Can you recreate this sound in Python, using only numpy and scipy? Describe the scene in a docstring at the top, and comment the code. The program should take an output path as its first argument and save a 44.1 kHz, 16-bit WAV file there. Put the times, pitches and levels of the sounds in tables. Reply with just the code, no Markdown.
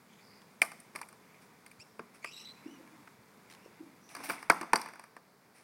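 """A quiet street between houses, one small microphone close to a skateboard rolling slowly on asphalt.
The front wheels slap down and the rider shuffles his feet. He pops the tail, his shoe scrapes up the
grip tape, and the board crashes onto the road and clatters to rest, deck, wheels and trucks ringing
at each blow. Birds screech, a few loud and several faint and far off; the houses throw every knock
back."""
import sys
import numpy as np
from scipy import signal
from scipy.fft import rfft, irfft, next_fast_len
from scipy.io import wavfile

SR = 44100
rng = np.random.default_rng(int(sys.argv[2]) if len(sys.argv) > 2 else 0)


def bounce(signal):
    """Save signal as a 16-bit WAV file at the path given by the first command-line argument."""
    frames = np.transpose(np.atleast_2d(signal))
    limited = np.clip(frames, -1, 1)
    pcm = np.round(limited * 32767).astype(np.int16)
    wavfile.write(sys.argv[1], SR, pcm)


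N = 248633
TIME = np.arange(N) / SR
CUTOFF_HZ = 16000

# wheel slaps, shuffling feet, tail pop, crash and clatter:
# start_s, force_db, hardness_db_per_octave, favoured_hz (by the spot struck), favour_db
BLOWS = [ (.617, -36.5, 5.5, 685, 14.5), (0.6183, -40.5, 0, 2408, 29), (0.6258, -43, 4.5, 1115, 7.5),
         (0.634, -47, 1, 696, 4.5), (.649, -54, 4, 1200, 8), (.717, -53, 2, 1095, 2.5),
         (.801, -78, 9.5, 8930, 9), (0.951, -50, -1, 600, 8), (0.9587, -46.5, 3.5, 2340, 8),
         (.976, -67, 3.5, 2337, 1.5), (.989, -57, 1, 2313, 8), (1.0139, -48.5, 3.5, 1020, 9),
         (1.03, -72, 3, 2340, 26), (1.087, -63.5, 5, 9000, 3.5), (1.127, -66.5, 4.5, 960, 14.5),
         (1.663, -63, 5.5, 2350, 9), (1.714, -69, 6.5, 2336, 13), (1.993, -46, -3.5, 396, 6),
         (2.245, -45, 0.95, 2224, 11), (2.875, -70, 2, 2150, 13.5), (3.074, -59, -1.5, 1800, 11.5),
         (4.15, -48, 3, 4700, 4.5), (4.203, -53.5, -5, 1127, 6), (4.166, -50, 1, 960, -2),
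         (4.29, -49, 0, 8930, 7.5), (4.297, -37.5, 0, 1475, 5.5), (4.304, -42, 0.5, 2335, 8.5),
         (4.332, -51, 1.5, 1200, 2), (4.427, -50, 1.5, 1100, 1.5), (4.4987, -21.5, 0.3, 1700, 7.5),
         (4.612, -41.5, 1.5, 350, 16), (4.6292, -47, -2, 1005, 9.5), (4.7325, -24.5, -0.1, 890, 9),
         (4.757, -34.5, 3, 4720, 10), (4.8141, -52, 5.5, 4690, 7), (4.859, -49.5, 0.5, 900, 8),
         (4.886, -56.5, 2.5, 1475, 8), (4.935, -55.5, 1, 1397, 1.5), (4.956, -58, 0.5, 1824, 6),
         (4.995, -55, 3, 960, 8), (5.038, -56, 1.5, 1400, 0.5), (5.1652, -53.5, -0.6, 1300, 5)]
# the board's parts (deck flex, deck knock, deck slap, wheel clack, truck ring, grit tick):
# low_hz, high_hz, build_up_s, crack_t60_s, crack_db, rattle_db (both against the modes)
PARTS = [(174, 620, 0.00053, 0.12, -6, -27.5), (610, 1200, 0.0013, 0.015, -7, -11.5),
         (1200, 1850, .001, 0.04, 7, -30.5), (2000, 2450, 0.00033, .02, -4.5, -39),
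         (4350, 5770, 0.0027, 0.013, 3.5, -6), (7900, 12500, 0.00029, 0.022, -8.5, -9)]
# how much of a blow each part takes, in the same order: share_db
PART_SHARES = [-6, -1, -1.5, -6, -12, -11.5]
# modes of deck, wheels and trucks: pitch_hz, level_db, t60_s
BOARD_MODES = [(178, -21, 0.2), (247, -11.5, 0.12), (339.5, -6.5, 0.08), (454, -1.5, 0.044),
               (575, 1.5, 0.021), (685, -9.5, 0.08), (917, 2, 0.022), (960, -6.5, 0.04), (1087, 3.5, 0.024),
               (1194, -7.5, 0.074), (1475, -2.5, 0.026), (1813, -6.5, 0.018), (2150, -1, 0.028),
               (2370, 1.5, 0.021), (4576, 0.5, 0.0088), (4660, -11.5, .035), (5160, -3, 0.01),
               (5800, -20.5, .025), (7400, 11, 0.036), (8520, -6.5, 0.012), (8470, -0.5, 0.011),
               (9190, -3, 0.022), (9820, -6.5, 0.012), (11420, -22, 0.0039), (16200, -13, .012)]
# hollow low thumps, one trailed by faint echoes, and the thuds of the jump and landing:
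# peak_s, pitch_hz, level_db, width_s
THUMPS = [(1.797, 116.6, -55.5, 0.0064), (2.665, 295, -35, 0.0044), (2.81, 320, -50, 0.0053),
          (2.805, 525, -56.5, 0.011), (2.938, 314, -53.5, 0.014), (3.011, 293, -56, .012),
          (3.194, 123, -55, 0.0071), (3.662, 443, -40.5, 0.0015), (3.811, 309, -39.5, 0.0063),
          (4.197, 283, -49, 0.016), (4.294, 307, -40, 0.0043), (4.503, 34, -53, .008),
          (4.726, 34.2, -61, .008)]
# how hard the wheels roll on the asphalt: time_s, level_db
ROLL_LEVEL = [(0, -68), (.5, -65), (1.45, -65), (1.7, -67.5), (2.25, -69.5), (2.6, -61.5), (3.03, -61.5),
              (3.2, -68.5), (3.5, -62.5), (4.1, -68), (5.25, -79.5), (5.64, -75)]
# jolts that leave the unloaded wheels spinning: start_s, level_db
SPINS = [(4.16, -53.5), (4.29, -48), (4.51, -46.5), (4.77, -48)]
# spectrum of the shaken deck: frequency_hz, relative_db
RUMBLE_SPECTRUM = [(18, -56), (30, -42.5), (118, -10.5), (178, -4.5), (205, -2.5), (238, -6), (313, -12),
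                   (387, -12), (424, -8), (517, -14.5), (700, -22), (910, -42.5), (1540, -120)]
# spectrum of wheels grinding over stones: frequency_hz, relative_db
GRIND_SPECTRUM = [(290, -44), (500, -18), (628, -7), (828, -0.5), (936, 3.5), (1390, -2.5), (1440, -2),
                  (2270, -5), (2900, -16), (3170, -26), (3500, -9.5), (4550, -48), (7700, -120)]
# shoe strokes along the grip tape: start_s, length_s, level_db
SCRAPES = [(.942, 0.021, -56), (1.405, 0.017, -62.5), (2.135, 0.012, -58.5), (3.495, 0.018, -58),
           (4.085, 0.19, -56), (4.23, 0.02, -45.5), (4.285, 0.031, -46), (4.38, 0.068, -64.5),
           (5.54, 0.061, -63.5)]
# a sole twisting on the tape: start_s, length_s, relative_db
TWISTS = [(.418, .005, -59.5), (3.5, .056, -56), (4.091, .005, -57), (4.245, .005, -55)]
# spectrum of rubber on grip tape: frequency_hz, relative_db
GRIP_SPECTRUM = [(150, -21), (286, 1), (420, -14.5), (750, 0), (1020, -4.5), (1600, -4.5), (2300, -0.5),
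                 (3100, -13.5), (4200, -12), (5600, -7.5), (6900, -20.5), (9400, -6.5), (12500, -23),
                 (16000, -26.5)]
# bird screeches, a few loud and several faint and far off:
# start_s, length_s, start_hz, middle_hz, end_hz, level_db, shake_share, overtone_db
BIRD_CALLS = [ (.08, 0.16, 2960, 3420, 3560, -70, 0.083, -6),
              (0.17, 0.3, 4740, 4880, 4850, -68.5, 0.059, -6),
              (1.789, 0.044, 1950, 2620, 2780, -55, 0.023, 3),
              (2.214, 0.15, 2150, 2620, 3060, -54, 0.063, -4.5),
              (2.338, .13, 2790, 2720, 2980, -58, 0.054, 0),
              (2.315, 0.13, 3830, 3960, 3930, -53, 0.031, -9.5),
              (2.432, 0.102, 3920, 4015, 4060, -51, 0.017, -18.5),
              (2.503, 0.13, 2050, 2500, 2720, -72, .02, -10),
              (2.629, .17, 2314, 2950, 2620, -65.5, .018, -7),
              (3.575, 0.13, 2300, 2730, 2450, -70, 0.038, -6),
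              (4.0, 0.33, 5800, 5990, 6000, -68, 0.035, -3)]
# how a bird's throat weights the harmonics: frequency_hz, gain_db
THROAT_SPECTRUM = [(2500, 4.5), (4100, -6), (5500, 5.5), (8000, -6.5), (12000, -13.5), (16000, -38)]
# tone of the street's echo: frequency_hz, gain_db
ECHO_SPECTRUM = [(100, -25), (280, -9.5), (600, -21), (1100, -10.5), (2200, -27), (4500, -17.5),
                 (9000, -16), (15000, -18.5)]
# decay of the street's echo: frequency_hz, t60_s
ECHO_DECAY = [(150, 1), (400, 0.69), (1200, 0.42), (2500, 0.61), (6000, 0.82), (9500, 0.39), (15000, .42)]
# spectrum of the still street: frequency_hz, relative_db
AIR_SPECTRUM = [(25, -28), (55, -27.5), (80, -25.5), (170, -11), (430, -8), (950, -7.5), (1450, -10.5),
                (2300, -17), (3000, -27.5), (4800, -18), (7000, -33), (9000, -28), (16000, -26.5)]


def board(mode_spread_db=-0.55, rattle_t60_s=0.16, rattle_per_s=400, scattered_ring_db=-6,
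          snap_db=-21, snap_t60_s=0.025):
    """Each blow rings the modes of every part, crushes grit and shakes the loose hardware.
    Returns the sound towards the microphone and the more even sound sent in all other directions."""
    direct, scattered = np.zeros(N), np.zeros(N)
    t = np.arange(SR // 8) / SR
    onset = round(0.012 * SR)   # the first 12 ms set a blow's level
    starts = [blow[0] for blow in BLOWS]
    shape = (len(BLOWS), len(t))   # one row per blow
    for part, share_db in zip(PARTS, PART_SHARES):
        low, high, build_up_s, crack_t60_s, crack_db, rattle_db = part
        contact = 1 - np.exp(-(t / build_up_s) ** 2)   # force builds as the contact flattens
        top_hz = np.inf if high == PARTS[-1][1] else high   # the grit tick takes all the highest modes
        modes = [mode for mode in BOARD_MODES if low <= mode[0] < top_hz]
        energies = [from_db(db) ** 2 * t60 for _, db, t60 in modes]
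        powers = [blow_drive(hz) ** 2 for hz, _, _ in modes]
        part_drive = np.sqrt(np.average(powers, axis=0, weights=energies))
        ring = 0
        for hz, db, t60 in modes:
            mode_db = db + mode_spread_db * rng.standard_normal(len(BLOWS))
            strength = blow_drive(hz) / part_drive * from_db(mode_db)
            phase = 2 * np.pi * hz * t + rng.uniform(0, 2 * np.pi, (len(BLOWS), 1))
            ring += strength[:, None] * np.sin(phase) * contact * decay(t, t60)
        crack = band(rng.standard_normal(shape) * contact * decay(t, crack_t60_s), low, high)
        # washers and bearings chatter
        touches = rng.standard_normal(shape) * (rng.random(shape) < rattle_per_s / SR)
        rattle = band(touches * contact * decay(t, rattle_t60_s), low, high)
        grit = from_db(crack_db) * unit_rms(crack) + from_db(rattle_db) * unit_rms(rattle)
        for out, ring_gain in (direct, 1), (scattered, from_db(scattered_ring_db)):
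            knocks = ring_gain * unit_rms(ring) + grit
            for start_s, gain, knock in zip(starts, from_db(share_db) * part_drive, knocks):
                add(out, start_s, gain * knock / knock[:onset].std())
    # stones crunch across the whole treble, building up as fast as the grit tick
    snaps = band(rng.standard_normal(shape) * contact * decay(t, snap_t60_s), 2400, 17000, order=1)
    for start_s, gain, snap in zip(starts, from_db(snap_db) * blow_drive(6500), snaps):
        for out in direct, scattered:
            add(out, start_s, gain * snap / snap[:onset].std())
    return band(np.array([direct, scattered]), 115, 19000)   # a narrow deck radiates little bass


def blow_drive(hz, pivot_hz=1300, favour_octaves=0.24):
    """Each blow's drive at a pitch: hard contacts reach higher, the spot struck favours one region."""
    _, force_db, hardness, favoured_hz, favour_db = np.transpose(BLOWS)
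    nearness = np.exp(-(np.log2(hz / favoured_hz) / favour_octaves) ** 2)
    return from_db(force_db + hardness * np.log2(hz / pivot_hz) + favour_db * nearness)


def thumps():
    """Each hollow thump or faint echo swells and dies within a few cycles of one low resonance."""
    out, t = np.zeros(N), np.arange(-SR // 20, SR // 20) / SR
    for peak_s, hz, db, width_s in THUMPS:
        swell = from_db(db) / np.cosh(t / width_s * np.pi / 2)
        add(out, peak_s + t[0], swell * np.cos(2 * np.pi * hz * t))
    return out


def wheels(cruise_db=-66, rumble_follows=0.39, rumble_db=1.5, shudder_db=-12, grind_db=-2,
           sand_db=-6.5, bearing_db=-8, wobble_db=3.5):
    """Stones in the asphalt shake the deck and rattle the wheels; fine sand crackles under them.
    Off the ground the bearings whirr and run down."""
    roll_db = np.interp(TIME, *np.transpose(ROLL_LEVEL))
    spin = sum(from_db(db) * stroke(start_s, length_s=0.0083, attack_s=0.0083, t60_s=0.9)
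               for start_s, db in SPINS)
    turning = np.hypot(from_db(roll_db), spin)
    # the deck follows only part of the swing about an easy pace
    shake = from_db(cruise_db + rumble_follows * (roll_db - cruise_db) + rumble_db)
    rumble = np.hypot(shake, from_db(shudder_db) * spin) * colour(grains(2500, 2.6), RUMBLE_SPECTRUM)
    patches_db = 0.8 * drift(14)
    grind = turning * from_db(grind_db + patches_db) * colour(grains(7000, 1.2), GRIND_SPECTRUM)
    sand = shake * from_db(sand_db) * unit_rms(band(grains(11000, 2.8), 1600, 11000, order=1))
    whirr = unit_rms(band(grains(900, 2), 1950, 2450))
    bearings = turning * from_db(bearing_db + wobble_db * drift(9)) * whirr
    return rumble + grind + sand + bearings


def shoes(flicker_db=0.6, tear_db=-6, slip_every_s=0.0123, tick_t60_s=0.017):
    """Rubber catches and slips on the grains of the grip tape; a twisting sole ticks at each slip."""
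    pressure = sum(from_db(db) * stroke(start_s, length_s, attack_s=0.015, t60_s=0.27)
                   for start_s, length_s, db in SCRAPES)
    out = pressure * from_db(flicker_db * drift(60)) * colour(grains(4400, 2.4), GRIP_SPECTRUM)
    tearing = unit_rms(band(grains(2500, 2.2), 9590, 15450))   # the hardest strokes tear grains off
    out += from_db(tear_db) * pressure ** 2 / pressure.max() * tearing
    t = np.arange(SR // 50) / SR
    for start_s, length_s, db in TWISTS:
        for slip_s in np.arange(start_s, start_s + length_s, slip_every_s):
            tick = unit_rms(band(rng.standard_normal(len(t)), 1200, 3800, order=1))
            add(out, slip_s, 2 * from_db(db) * tick * decay(t, tick_t60_s))
    return out


def birds(shake_hz=420, flutter_db=3.5, rasp_db=-11):
    """Screeches: a few harmonics on an arching, fast-shaking pitch, widened by a rasp."""
    out = np.zeros(N)
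    for start_s, length_s, start_hz, middle_hz, end_hz, db, shake, overtone_db in BIRD_CALLS:
        size = round(length_s * SR)
        progress = np.linspace(0, 1, size)
        arch = np.polyfit([0, 0.5, 1], [start_hz, middle_hz, end_hz], 2)
        hz = np.polyval(arch, progress)
        phase = 2 * np.pi * np.cumsum(hz * (1 + shake * drift(shake_hz, size))) / SR
        voice = 0
        for k in range(1, 5):
            harmonic_db = at_hz(THROAT_SPECTRUM, k * hz) + overtone_db * (k > 1)
            voice += from_db(harmonic_db) * (k * hz < CUTOFF_HZ) * np.sin(k * phase)
        voice *= 1 + from_db(rasp_db) * drift(720, size)
        swell = np.interp(progress, [0, 0.26, 0.7, 1], [0, 1, 1, 0])
        level = from_db(db + flutter_db * drift(140, size))
        add(out, start_s, unit_rms(voice) * swell * level)
    return out


def street_echo(sound, near_db=5.5, near_t60_s=0.056, build_up_s=0.013):
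    """Close scatter from rider, road and kerb comes first, then the long wash from the houses."""
    t, response = np.arange(SR) / SR, 0
    arrival = 1 - np.exp(-(t / build_up_s) ** 2)
    edges_hz = np.geomspace(90, 16000, num=14)
    for low, high in zip(edges_hz, edges_hz[1:]):
        hz = np.sqrt(low * high)
        fade = decay(t, at_hz(ECHO_DECAY, hz)) + from_db(near_db) * decay(t, near_t60_s)
        wash = band(rng.standard_normal(SR) * fade * arrival, low, high)
        wash *= np.sqrt(2 * (high - low) / SR / np.sum(wash ** 2))   # unit gain within the band
        response += from_db(at_hz(ECHO_SPECTRUM, hz)) * wash
    return signal.fftconvolve(sound, response)[:N]


def street_air(level_db=-66.5):
    """The steady hush of the still street behind everything."""
    return from_db(level_db) * colour(rng.standard_normal(N), AIR_SPECTRUM)


def grains(per_s, spread_db):
    """Random clicks of uneven size: stones and grit being touched."""
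    sizes = from_db(spread_db * np.minimum(rng.exponential(1, N), 4))
    return sizes * rng.choice([-1, 1], N) * (rng.random(N) < per_s / SR)


def drift(rate_hz, size=N):
    """Smooth random wander; rms 1."""
    pole = np.exp(-2 * np.pi * rate_hz / SR)
    wander = signal.lfilter([1], [1, -2 * pole, pole * pole], rng.standard_normal(size + SR))
    return unit_rms(wander[SR:])


def stroke(start_s, length_s, attack_s, t60_s):
    """Envelope that rises, holds to the end of its length and dies away."""
    rise = np.clip((TIME - start_s) / attack_s, 0, 1)
    return rise * decay(np.maximum(TIME - start_s - length_s, 0), t60_s)


def decay(t, t60_s):
    """Lose 60 dB in t60_s."""
    return np.exp(-np.log(1000) * t / t60_s)


def colour(x, spectrum):
    """Give a steady excitation a spectrum; rms 1."""
    size = next_fast_len(N)
    gain = from_db(at_hz(spectrum, np.fft.rfftfreq(size, 1 / SR)))
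    return unit_rms(irfft(rfft(x, size) * gain, size)[:N])


def band(x, low_hz, high_hz, order=2):
    """Causal band-pass."""
    return signal.sosfilt(signal.butter(order, [low_hz, high_hz], "band", fs=SR, output="sos"), x)


def at_hz(curve, hz):
    """Read a curve on a log-frequency axis."""
    points_hz, values = np.transpose(curve)
    return np.interp(np.log(np.maximum(hz, 1)), np.log(points_hz), values)


def from_db(db):
    """Decibels to gain."""
    return 10 ** (np.asarray(db) / 20)


def unit_rms(x):
    """Scale to rms 1."""
    return x / np.sqrt(np.mean(x ** 2) + 1e-20)


def add(out, start_s, sound):
    """Mix a sound in from start_s."""
    i = max(round(start_s * SR), 0)
    out[i:i + len(sound)] += sound[:N - i]


def scene(thump_echo_db=9.5, shoe_echo_db=-15, bird_echo_db=5):
    """At the microphone: knocks, rider and birds share the street's echo; the rolling stays dry."""
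    knocks, scattered = board()
    thuds, scrapes, calls = thumps(), shoes(), birds()
    echo = street_echo(scattered + from_db(thump_echo_db) * thuds
                       + from_db(shoe_echo_db) * scrapes + from_db(bird_echo_db) * calls)
    air = street_air()
    return (knocks + thuds + wheels() + scrapes + calls + echo + air)[None]


def record(dry):
    """One small microphone with a steeply cut top."""
    return signal.sosfilt(signal.ellip(10, 0.1, 80, CUTOFF_HZ, fs=SR, output="sos"), dry)


dry = scene()
out = record(dry)
bounce(out)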